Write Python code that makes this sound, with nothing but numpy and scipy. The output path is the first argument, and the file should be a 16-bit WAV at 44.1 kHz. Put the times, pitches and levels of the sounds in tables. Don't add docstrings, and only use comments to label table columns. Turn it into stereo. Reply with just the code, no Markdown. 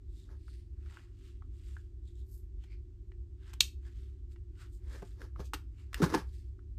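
import sys
import numpy as np
from scipy import signal
from scipy.fft import rfft, irfft, next_fast_len
from scipy.io import wavfile
from scipy.ndimage import uniform_filter1d, map_coordinates

SR = 44100
rng = np.random.default_rng(int(sys.argv[2]) if len(sys.argv) > 2 else 0)


def inscribe(sig):
    pcm = np.round(np.clip(np.atleast_2d(sig).T, -1, 1) * 32767)
    wavfile.write(sys.argv[1], SR, pcm.astype(np.int16))


N = 298998
T = np.arange(N) / SR
AGE = np.arange(SR // 2) / SR
TOP_HZ = 15300
PANEL_FROM_HZ = 700

# f/Hz, level/dB, t60/s
HOUSING_MODES = [(72, -9, .15), (167, -5, .16), (226, -8, .09), (305, 0, .1), (392, 1, .1), (505, -10, .08),
                 (860, -3, .1), (996, -6, .11), (1112, -9, .08), (1223, -6, .08), (1362, -8, .08),
                 (1560, -6, .09), (1640, -10, .06)]
# f/Hz, level/dB
CRACK_SPECTRUM = [(400, -28.5), (1200, 0.5), (2500, -1), (3500, 0), (6500, -8.5), (8500, -6), (10000, -18),
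                  (12500, -11), (16000, -21.5)]


def snip():
    # f/Hz, level/dB, t60/s
    jaw_modes = [(2640, -26, 0.012), (3200, -16, 0.012), (3842, 5.5, .004), (4250, -16.5, 0.018),
                 (5540, -16.5, .007), (6540, 3, 0.0023), (8400, -9.5, 0.0039), (11950, -5.5, 0.0019)]
    # f/Hz, level/dB, t60/s
    shut_modes = [(2600, -4.5, 0.25), (3060, -8.5, 0.16), (3950, -0.5, .12), (5200, -4, .12),
                  (6600, -3, .11), (7154, -5, .11)]
    snap_s, snap_db = 3.6063, -14
    bites = [(snap_s - k * .0018, snap_db - k * 20) for k in (2, 1)]
    rebounds = [(snap_s + k ** 2 * .0019, snap_db - k * 13) for k in (1, 2)]
    steel = sum(undb(db) * ring(hz, t60, cycles=3) for hz, db, t60 in jaw_modes)
    handle = undb(-25) * ring(1150, .005) + undb(-44) * ring(620, .016) + undb(-50) * ring(172, .15)
    bass_cut = signal.butter(4, 2600, "high", fs=SR, output="sos")
    out = np.zeros((2, N))
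    for s, db in bites + [(snap_s, snap_db)] + rebounds:
        metal = signal.sosfilt(bass_cut, steel + undb(-11) * crack(t60_s=.016, rise_s=.0004))
        add(out, s, strike(metal + handle, db))
    add(out, snap_s, undb(-43) * sum(undb(db) * ring(hz, t60) for hz, db, t60 in shut_modes))
    return place(out, pan_db=-1.1, lag_s=.00005)


def bumps():
    # t/s, thud level/dB, thud f/Hz, knock level/dB, knock f/Hz, crack level/dB
    blows = [(5.0211, -43.5, 172, -48.5, 620, -85), (5.027, -44.5, 411, -52, 680, -87),
             (5.394, -39.5, 138, -49, 605, -64), (5.401, -54, 398, -52.5, 1040, -53.5),
             (5.539, -44, 320, -57, 700, -36.5), (6.002, -28, 300, -38, 507, -69),
             (6.0191, -22.5, 308.5, -31.5, 1370, -42), (6.0247, -24, 339, -37.5, 913, -36.5),
             (6.031, -26, 167, -30, 1513, -58), (6.0373, -30, 163, -28.5, 1030, -37.5),
             (6.06, -30.5, 290, -41, 1490, -48.5), (6.124, -36.5, 300, -41.5, 1204, -64),
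             (6.1403, -26, 350, -26.5, 913, -50.5), (6.147, -27, 381, -24.5, 882, -45),
             (6.176, -39, 325, -40.5, 1130, -55.5)]
    hand_damping = 1.18
    modes = [(hz, db, ring(hz, t60 / hand_damping)) for hz, db, t60 in HOUSING_MODES]
    bench = strike(ring(165.5, t60_s=.045), -11.5)
    out = np.zeros((2, N))
    for s, thud_db, thud_hz, knock_db, knock_hz, crack_db in blows:
        spot = rng.standard_normal(len(modes))
        excited = [(hz, np.sign(draw) * undb(db + draw) * mode)
                   for (hz, db, mode), draw in zip(modes, spot)]
        shell = strike(sum(mode for hz, mode in excited if hz < PANEL_FROM_HZ), -1.5)
        panels = strike(sum(mode for hz, mode in excited if hz >= PANEL_FROM_HZ), -10)
        push = strike(ring(thud_hz, t60_s=.037), 0)
        thud = strike(push + bench + shell, thud_db)
        crunch = strike(resonate(grit(spread_db=3) * fade(.025), knock_hz, knock_hz / 2), -4)
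        tap = strike(ring(knock_hz, t60_s=.014, cycles=2.8), -1)
        knock = pan(1) * strike(tap + crunch + panels, knock_db)
        add(out, s, thud + knock + strike(crack(t60_s=.03, rise_s=.003), crack_db))
    return place(out, pan_db=2, lag_s=.00018)


def skids():
    # peak t/s, length/s, shell level/dB, panel level/dB, treble level/dB
    drags = [(.32, .06, -62, -68, -88), (4.95, .1, -55, -61, -74), (5.228, .06, -54, -59, -67),
             (5.41, .04, -50, -61, -69), (5.985, .05, -56, -51, -59), (6.043, .04, -36, -38, -48),
             (6.105, .06, -44, -48, -59), (6.147, .028, -35, -35, -52), (6.185, .05, -47, -47, -57)]
    width_hz = 74
    out = np.zeros((2, N))
    for s, length_s, shell_db, panel_db, treble_db in drags:
        slips = grit(spread_db=3)
        shell = sum(undb(db) * resonate(slips.mean(axis=0), hz, width_hz)
                    for hz, db, _ in HOUSING_MODES if hz < PANEL_FROM_HZ)
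        panels = sum(undb(db) * resonate(slips, hz, width_hz)
                     for hz, db, _ in HOUSING_MODES if hz >= PANEL_FROM_HZ)
        treble = colour(slips, CRACK_SPECTRUM)
        sound = level(shell, shell_db) + level(panels, panel_db) + level(treble, treble_db)
        add(out, *swell(s, length_s, sound, roundness=1.2))
    return place(out, pan_db=2, lag_s=.00018)


def ticks():
    # t/s, knock level/dB, ring f/Hz, ring width/Hz, crack level/dB
    catches = [(.29, -65, 1450, 400, -88), (.481, -58, 1480, 600, -72), (.862, -62, 1400, 500, -88),
               (.9705, -47.5, 1500, 400, -68), (1.4215, -57, 1250, 400, -92), (1.7665, -48, 1590, 380, -75),
               (2.639, -61, 2600, 1500, -65), (3.118, -61, 1900, 1300, -86), (3.533, -55, 1700, 1800, -53),
               (3.537, -55, 2400, 2200, -49), (4.36, -61, 1700, 1200, -84), (5.217, -47.5, 1600, 450, -59),
               (5.36, -51, 1250, 450, -76), (5.5345, -33, 1200, 700, -46), (5.536, -38, 3000, 1500, -40),
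               (5.539, -39, 1700, 1000, -46), (5.9305, -48, 1300, 700, -48), (5.9432, -46, 1800, 900, -32),
               (6.591, -64, 1360, 400, -85)]
    # f/Hz, level/dB
    rattle_spectrum = [(300, -6), (800, 2), (2800, -1), (4000, -7), (7000, -18), (16000, -32)]
    out = np.zeros((2, N))
    for s, knock_db, hz, width_hz, crack_db in catches:
        t60_s = np.log(1000) / (np.pi * width_hz)
        body = strike(ring(hz, t60_s, cycles=3.2), 0) * min(300 / width_hz, 1)
        slips = grit(spread_db=2) * fade(.014) * (1 - np.exp(-AGE / .003))
        rattle = colour(resonate(slips, hz, 2 * width_hz), rattle_spectrum)
        knock = strike(body + strike(rattle, -10), knock_db)
        add(out, s, knock + strike(crack(t60_s=.011, rise_s=.0008), crack_db))
    return place(out, pan_db=2, lag_s=.00014)


def crack(t60_s, rise_s):
    burst = level(colour(grit(spread_db=3), CRACK_SPECTRUM), 0)
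    return burst * fade(t60_s) * (1 - np.exp(-AGE / rise_s))


def scrapes():
    # peak t/s, length/s, rasp level/dB, centre f/Hz, spot level/dB, hiss level/dB
    strokes = [(.2, .14, -78, 3750, -73, -74), (.52, .18, -72, 4450, -73, -77),
               (.95, .17, -63, 1400, -74, -72), (1.26, .17, -71, 3000, -80, -76),
               (1.69, .22, -71, 2800, -80, -72), (2.09, .07, -82, 3750, -74, -81),
               (2.193, .07, -82, 3620, -73, -78), (2.349, .09, -86, 12300, -69, -67),
               (2.64, .055, -72, 3100, -75, -79), (2.725, .08, -75, 2270, -69, -84),
               (3.49, .1, -65, 1550, -68, -73), (3.868, .06, -68, 1600, -70, -74),
               (4.01, .2, -73, 3200, -79, -77), (4.325, .04, -77, 3500, -82, -75),
               (4.62, .075, -62, 1450, -65, -67), (4.745, .07, -80, 8200, -79, -73),
               (4.945, .12, -63, 1700, -66, -66), (5.08, .15, -73, 3300, -82, -73),
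               (5.459, .035, -64, 6400, -68, -65), (5.81, .1, -72, 2200, -77, -77),
               (6.36, .17, -74, 4500, -80, -73)]
    # offset from centre/octaves, level/dB
    rasp_shape = [(-1.5, -27.5), (-12, -5.5), (0.5, -5.5), (0, -8), (2, -13.5), (5, -33.5)]
    # f/Hz, level/dB
    hiss_shape = [(1500, -43.5), (4000, 5.5), (6000, 9), (8200, 7.5), (9800, 4.5), (12500, 5.5), (15500, 1)]
    out = np.zeros((2, N))
    for s, length_s, rasp_db, centre_hz, spot_db, hiss_db in strokes:
        catches = undb(1.4 * wander(step_samples=400))
        tilt_db_per_octave = .4385 * (hiss_db - rasp_db)
        rasp_spectrum = [(centre_hz * 2. ** octave, db) for octave, db in rasp_shape]
        hiss_spectrum = [(hz, db + tilt_db_per_octave * np.log2(hz / 8000)) for hz, db in hiss_shape]
        rasp = level(colour(rubbed_grip(), rasp_spectrum), rasp_db)
        spot = level(rubbed_spot(centre_hz), spot_db)
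        hiss = level(colour(rubbed_grip(), hiss_spectrum), hiss_db)
        add(out, *swell(s, length_s, catches * (rasp + spot + hiss), roundness=1.35))
    return out


def rubbed_grip():
    # f/Hz, width/Hz, level/dB
    grip_modes = [(1240, 450, -9), (1650, 900, -2.5), (2220, 810, -2.5), (2770, 410, -1.5), (3450, 720, -1),
                  (4573, 800, -8), (6330, 170, -7.5), (7290, 890, -4.5), (8390, 160, -3),
                  (11600, 1000, -14)]
    slips = grit(spread_db=4)
    holds_db = 2.5 * rng.standard_normal(len(grip_modes))
    rings = sum(undb(db + hold_db) * resonate(slips, hz, width_hz)
                for (hz, width_hz, db), hold_db in zip(grip_modes, holds_db))
    return waver(undb(-19) * slips + rings, depth=.015)


def rubbed_spot(pitch_hz):
    slips = grit(spread_db=5)
    stage_q = 4.5
    partials = [(pitch_hz, 0), (min(2 * pitch_hz, TOP_HZ), -5)]
    rings = sum(level(resonate_twice(slips, hz, hz / stage_q), db) for hz, db in partials)
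    return waver(rings, depth=.02)


def hum():
    # f/Hz, level/dB
    rumble_spectrum = [(18, -45), (27, -20), (34, -17), (48, -3), (57, -5), (64, 0), (75, -6), (92, -20),
                       (140, -29), (165, -39), (390, -48), (470, -66), (900, -90)]
    # t/s, level/dB
    rise = [(0, -1), (2.5, 0), (6.7, 1.5)]
    # f/Hz, width/Hz, level/dB
    duct_modes = [(190, 25, -77), (258, 14, -75), (305, 35, -73), (349, 20, -69), (380, 20, -73)]
    # f/Hz, level/dB
    air_spectrum = [(100, 0), (450, 0), (700, -3), (1500, -6), (4000, -8), (8500, -11), (10000, -23),
                    (12500, -20), (16000, -23)]
    mains_hz = 101.1
    rumble = level(colour(rng.standard_normal(N), rumble_spectrum), -45)
    drones = sum(level(resonate_twice(rng.standard_normal(N), hz, width_hz), db)
                 for hz, width_hz, db in duct_modes)
    mains = level(np.sin(2 * np.pi * mains_hz * T), -57)
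    diffuse = level(colour(rng.standard_normal((2, N)), rumble_spectrum), -61)
    air = level(colour(rng.standard_normal((2, N)), air_spectrum), -81)
    gain = undb(np.interp(T, *np.transpose(rise)))
    return pan(.4) * (gain * (rumble + mains) + drones) + diffuse + air


def workshop(x, t60_s):
    # f/Hz, level/dB
    spectrum = [(160, -16), (550, 1), (2700, 1), (3900, -3), (5500, 1), (7000, -2), (15000, 1)]
    onset = np.clip((AGE - .002) / .003, 0, 1)
    envelope = onset * (fade(t60_s / 4) + fade(t60_s))
    tail = colour(rng.standard_normal((2, len(AGE))) * envelope, spectrum)
    tail /= np.sqrt(np.sum(tail ** 2) / 2)
    return signal.fftconvolve(x, tail, axes=1)[:, :N]


def ring(hz, t60_s, cycles=1):
    return np.sin(2 * np.pi * hz * AGE) * fade(t60_s) * (1 - np.exp(-(AGE * hz / cycles) ** 2))


def fade(t60_s):
    return np.exp(-np.log(1000) * AGE / t60_s)


def grit(spread_db):
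    size = len(AGE)
    noise = rng.standard_normal((3, size))
    slips = np.repeat(undb(spread_db * rng.standard_normal(size // 32 + 1)), 32)[:size]
    return level((noise[:2] + noise[2]) * slips, 0)


def swell(peak_s, length_s, sound, roundness):
    rise_share = .51
    t = AGE - AGE.mean()
    reach_s = length_s * np.where(t < 0, rise_share, 1 - rise_share)
    pressure = np.exp(-np.abs(t / reach_s) ** roundness)
    return max(peak_s + t[0], 0), (sound * pressure)[:, peak_s + t >= 0]


def wander(step_samples):
    knots_s = AGE[::step_samples]
    return np.interp(AGE, knots_s, rng.standard_normal(len(knots_s)))


def waver(x, depth):
    position = np.cumsum(1 + depth * wander(step_samples=2200))
    return np.array([map_coordinates(side, [position], mode="mirror") for side in x])


def resonate(x, hz, width_hz):
    return signal.lfilter(*signal.iirpeak(hz, hz / width_hz, fs=SR), x)


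def resonate_twice(x, hz, width_hz):
    return resonate(resonate(x, hz, width_hz), hz, width_hz)


def colour(x, points):
    size = next_fast_len(x.shape[-1] + 2048)
    size += size % 2
    hz, db = np.transpose(points)
    gain_db = np.interp(np.log(np.arange(size // 2 + 1) * SR / size + 1), np.log(hz), db)
    cepstrum = irfft(np.log(undb(gain_db)))
    cepstrum[1:size // 2] *= 2
    cepstrum[size // 2 + 1:] = 0
    return irfft(rfft(x, size) * np.exp(rfft(cepstrum)))[..., :x.shape[-1]]


def undb(db):
    return 10 ** (np.asarray(db) / 20)


def level(x, db):
    return x * undb(db) / np.sqrt(np.mean(x ** 2))


def strike(x, db):
    power = np.mean(np.atleast_2d(x) ** 2, axis=0)
    return x * undb(db) / np.sqrt(uniform_filter1d(power, size=SR // 200, mode="constant").max())


def pan(db):
    return undb(np.array([[db], [-db]]) / 2)


def place(x, pan_db, lag_s):
    return pan(pan_db) * np.array([x[0], np.roll(x[1], round(lag_s * SR))])


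def add(out, s, sound):
    start = int(s * SR)
    part = out[..., start:start + sound.shape[-1]]
    part += sound[..., :part.shape[-1]]


def scene():
    # signal, room send/dB
    sources = [(ticks(), -11), (snip(), -10.5), (bumps() + skids(), -9), (scrapes(), -7)]
    direct = sum(x for x, _ in sources)
    send = sum(undb(send_db) * x for x, send_db in sources)
    return direct + workshop(send, t60_s=.2) + hum()


def record(dry):
    return signal.sosfilt(signal.ellip(8, .2, 70, TOP_HZ, fs=SR, output="sos"), dry)


dry = scene()
out = record(dry)
inscribe(out)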